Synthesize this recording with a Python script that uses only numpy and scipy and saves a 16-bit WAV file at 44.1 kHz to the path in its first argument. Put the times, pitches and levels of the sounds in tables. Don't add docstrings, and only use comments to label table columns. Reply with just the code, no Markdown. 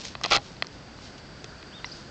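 import sys
import numpy as np
from scipy import signal
from scipy.fft import rfft, irfft
from scipy.io import wavfile
from scipy.ndimage import uniform_filter1d

SR = 44100
rng = np.random.default_rng(int(sys.argv[2]) if len(sys.argv) > 2 else 0)


def dump(signal):
    limited = np.clip(np.atleast_2d(signal).T, -1, 1)
    pcm = np.round(limited * 32767).astype(np.int16)
    wavfile.write(sys.argv[1], SR, pcm)


N = 92610
T = np.arange(N) / SR

# start_s, level_db, bass_db, top_db, slide_decay_s, lowpass_hz
CONTACTS = [(0.0518, -25.5, -6, 9.5, .0015, 8100), (0.152, -25, 3, -3, .0005, 4800),
            (0.154, -32, -2, -4, .0005, 4800), (0.2127, -27, 2, 3, .0006, 6500),
            (0.2360, -22, -1, 15, .001, 7150), (0.24, -17, -3.5, -1, 0.0013, 7500),
            (0.2425, -14, -7, -5, 0.0007, 7000), (0.2487, -13, 0, -6, .001, 3000),
            (0.2596, -22.5, 4, 11.5, .001, 7440), (0.2621, -25, 9, 0, .0007, 1000),
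            (0.283, -36, -9, 10, .001, 7000), (0.3054, -30.5, -7, 17, .001, 8600),
            (0.311, -16.5, 0, 11.5, .0015, 6500), (0.3336, -16, -11.5, 8, .001, 7000),
            (0.3643, -15.5, 4, 11.5, .0007, 8000), (0.3714, -16.5, 5.5, 1.5, .001, 7060),
            (0.382, -27.5, 11, -5, .001, 4000), (0.567, -39, -3, -6, .002, 6000),
            (0.6232, -11, -5.5, 0, 0.00051, 5000), (0.645, -37.5, 5, 3, .003, 6500),
            (0.669, -32.5, -19, 11, .0005, 7050), (0.988, -41, 10.5, -3, .002, 6000),
            (1.4430, -26, -7, 5.5, .002, 7500), (1.6275, -32, -16, 8, .002, 3800)]
# mode_hz, mode_db, t60_s
CASE_MODES = [(390, -13.5, 0.0078), (673, -10.5, .014), (1154, -8, 0.015), (1967, -7.5, 0.0091),
              (2567, -8, 0.0097), (3260, -9.5, 0.0098), (4160, -2.5, 0.0079), (5075, -7, 0.0035),
              (6440, -13.5, 0.0051)]
BASS_BELOW_HZ, TOP_ABOVE_HZ, CONTACT_GRIT = 1500, 5000, 0.77

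# start_s, pitch_hz, level_db, t60_s
BODY_BUMPS = [(0.153, 135, -39.5, 0.12), (0.263, 175, -38, .08), (0.3713, 125, -32.5, .11),
              (0.372, 260, -27.5, 0.026), (0.374, 50, -40, .15), (0.381, 817, -31, 0.063),
              (1.443, 400, -35.5, 0.032)]

# time_s, low_band_db, high_band_db
RUB_LEVELS = [(0.225, -67, -65), (0.24, -42, -37), (0.255, -32, -32.5), (0.27, -43.5, -41.5),
              (0.303, -48, -39), (0.311, -27.5, -27), (0.322, -15, -16), (0.34, -23, -20.5),
              (0.361, -20, -19), (0.372, -27.5, -34.5), (0.388, -48, -58), (0.41, -70, -75)]
# freq_hz, relative_db
RUB_SPECTRUM = [(60, -10.5), (200, -9.5), (400, -5.5), (600, -1.5), (790, 1), (950, -7.5), (1100, 1),
                (1380, 2.5), (1600, -9.5), (2300, -1), (2650, 1.5), (2850, -4), (3300, 0), (3800, -5),
                (4100, -1.5), (5300, -8), (7000, -18), (8500, -35)]
RUB_SPLIT_HZ, SLIPS_PER_S, SLIP_SPREAD_DB, RUB_HISS = 1700, 5000, 2.5, 0.53
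HOLLOW_HZ, HOLLOW_T60_S, HOLLOW_DB = 812, .08, -47.5

# mode_hz, mode_db, t60_s
SNAP_MODES = [(990, -3.5, 0.016), (2024, 0.5, 0.018), (2840, -5, 0.015), (3500, -8, 0.012),
              (4020, -2.5, 0.017), (6200, -26, 0.0097)]
SNAP_S, SNAP_DB, SNAP_LOWPASS_HZ = 1.8443, -23, 5000

# peak_s, half_length_s, foot_hz, top_hz, arch_exponent (1 sharp, 2 round), level_db, fade
BIRD_CHIRPS = [(1.764, 0.038, 2850, 3686, 2.6, -47, .7), (1.861, .016, 4050, 6130, 0.8, -43, 0.88),
               (1.923, .016, 3750, 5250, 0.8, -39, 3.0)]
FALL_DB_PER_HALF_LENGTH, CHIRP_WAVER = -4, 0.0116
ECHO_DB, ECHO_T60_S, ECHO_DELAY_S = -6, 0.39, .01

# centre_s, half_length_s, level_db
RUSTLE_SWELLS = [(0.003, .02, -43), (0.06, 0.029, -38.5), (0.12, 0.034, -52), (0.463, 0.08, -50.5),
                 (0.74, 0.03, -55.5), (1.053, 0.062, -49.5), (1.183, 0.0075, -50), (1.957, 0.093, -51)]
# freq_hz, relative_db
RUSTLE_SPECTRUM = [(200, -6), (800, -3.5), (1600, -6), (2600, 1), (4000, 4), (5400, 3), (7000, -4),
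                   (8500, -17.5)]
RUSTLE_GRAINS_PER_S, RUSTLE_SPREAD_DB = 2500, 3

# freq_hz, relative_db
AIR_SPECTRUM = [(12, -53.5), (20, -9.5), (54, 1.5), (92, 0), (127, 2.5), (294, -2.5), (410, -6), (584, -7),
                (1250, -13.5), (1530, -11.5), (2420, -17.5), (3450, -18), (3920, -19.5), (4680, -13),
                (5310, -20), (7970, -30), (8600, -58), (11200, -84.5), (18900, -120)]
AIR_DB = -45.5
# centre_hz, width_hz, level_db
INSECT_BANDS = [(4650, 180, -59.5), (1448, 220, -56.5)]
# time_s, gain_db
INSECT_GAIN = [(0, -11), (0.6, -10), (1.0, -4.5), (1.5, 1.5), (2.1, 1.5)]

OVERLOAD_PEAK, STOPBAND_HZ = .9, 9500


def from_db(db):
    return 10 ** (np.asarray(db) / 20)


def rms_one(x):
    return x / np.sqrt(np.mean(x ** 2) + 1e-20)


def level(points):
    return from_db(np.interp(T, *np.transpose(points)))


def colour(x, points):
    points_hz, points_db = np.transpose(points)
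    bins_hz = np.arange(N // 2 + 1) * SR / N + 1
    bins_db = np.interp(np.log(bins_hz), np.log(points_hz), points_db)
    return rms_one(irfft(rfft(x) * from_db(bins_db), N))


def lowpass(x, order, cutoff_hz):
    return signal.sosfilt(signal.butter(order, cutoff_hz, fs=SR, output="sos"), x)


def ring(x, mode_hz, t60_s):
    decay = from_db(-60 / (t60_s * SR))
    turn = 2 * np.pi * mode_hz / SR
    zeros = [1, -decay * np.cos(turn)]
    poles = [1, -2 * decay * np.cos(turn), decay * decay]
    return signal.lfilter(zeros, poles, x + 1e-18)


def grains(per_s, spread_db):
    sizes = from_db(spread_db * np.minimum(rng.exponential(1, N), 4))
    signs = rng.choice([-1, 1], N)
    return rms_one(sizes * signs * (rng.random(N) < per_s / SR))


def knocks():
    age_s = np.arange(2048) / SR
    length = len(age_s)
    out = np.zeros(N + length)
    for start_s, level_db, bass_db, top_db, slide_decay_s, lowpass_hz in CONTACTS:
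        blow = np.zeros(length)
        for k, (mode_hz, mode_db, t60_s) in enumerate(CASE_MODES):
            force = rng.standard_normal(length) * np.exp(-age_s / slide_decay_s)
            force *= CONTACT_GRIT / np.linalg.norm(force)
            force[0] += (-1) ** k
            tilt_db = bass_db * (mode_hz < BASS_BELOW_HZ) + top_db * (mode_hz > TOP_ABOVE_HZ)
            blow += from_db(level_db + mode_db + tilt_db) * ring(force, mode_hz, t60_s)
        start = int(start_s * SR)
        out[start:start + length] += lowpass(blow, 5, lowpass_hz)
    return signal.sosfilt(signal.butter(2, 200, "high", fs=SR, output="sos"), out[:N])


def scrape():
    slips = grains(SLIPS_PER_S, SLIP_SPREAD_DB) + RUB_HISS * rng.standard_normal(N)
    slips = colour(slips, RUB_SPECTRUM)
    split = signal.butter(4, RUB_SPLIT_HZ, fs=SR, output="sos")
    low_band = signal.sosfiltfilt(split, slips)
    high_band = slips - low_band
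    low_gain = level([(time_s, low_db) for time_s, low_db, _ in RUB_LEVELS])
    high_gain = level([(time_s, high_db) for time_s, _, high_db in RUB_LEVELS])
    rub = low_gain * low_band + high_gain * high_band
    return rub + from_db(HOLLOW_DB) * ring(rub, HOLLOW_HZ, HOLLOW_T60_S)


def bumps():
    out = np.zeros(N)
    for start_s, pitch_hz, level_db, t60_s in BODY_BUMPS:
        age_s = np.maximum(T - start_s, 0)
        out += from_db(level_db - 60 * age_s / t60_s) * np.sin(2 * np.pi * pitch_hz * age_s)
    return out


def snap():
    click = np.zeros(N)
    click[int(SNAP_S * SR)] = from_db(SNAP_DB)
    modes = np.zeros(N)
    for k, (mode_hz, mode_db, t60_s) in enumerate(SNAP_MODES):
        modes += (-1) ** k * from_db(mode_db) * ring(click, mode_hz, t60_s)
    return lowpass(modes, 2, SNAP_LOWPASS_HZ)


def bird():
    out = np.zeros(N)
    for peak_s, half_s, foot_hz, top_hz, arch, level_db, fade in BIRD_CHIRPS:
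        away = np.minimum(np.abs(T - peak_s) / half_s, 2)
        waver = 1 + CHIRP_WAVER * rms_one(uniform_filter1d(rng.standard_normal(N), size=80))
        pitch_hz = (top_hz - (top_hz - foot_hz) * away ** arch) * waver
        gain = from_db(level_db + FALL_DB_PER_HALF_LENGTH * away * (T > peak_s))
        gain *= np.exp(-fade * away ** 2)
        gain *= np.clip((1.3 - away) * 4, 0, 1)
        out += np.sqrt(2) * gain * np.sin(2 * np.pi * np.cumsum(pitch_hz) / SR)
    echo = rng.standard_normal(N) * from_db(-60 * T / ECHO_T60_S) * (T > ECHO_DELAY_S)
    echo /= np.linalg.norm(echo)
    return out + from_db(ECHO_DB) * signal.fftconvolve(out, echo)[:N]


def rustles():
    swell = np.zeros(N)
    for centre_s, half_s, level_db in RUSTLE_SWELLS:
        swell += from_db(level_db) * np.exp(-((T - centre_s) / half_s) ** 2)
    return swell * colour(grains(RUSTLE_GRAINS_PER_S, RUSTLE_SPREAD_DB), RUSTLE_SPECTRUM)


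def field():
    air = from_db(AIR_DB) * colour(rng.standard_normal(N), AIR_SPECTRUM)
    insects = np.zeros(N)
    for centre_hz, width_hz, level_db in INSECT_BANDS:
        t60_s = np.log(1000) / (np.pi * width_hz)
        insects += from_db(level_db) * rms_one(ring(rng.standard_normal(N), centre_hz, t60_s))
    return air + level(INSECT_GAIN) * insects


def scene():
    contact = knocks() + scrape() + bumps()
    return (contact + snap() + bird() + rustles() + field())[None]


def record(dry):
    rounded = OVERLOAD_PEAK * np.tanh(dry / OVERLOAD_PEAK)
    return signal.sosfilt(signal.cheby2(16, 70, STOPBAND_HZ, fs=SR, output="sos"), rounded)


dry = scene()
out = record(dry)
dump(out)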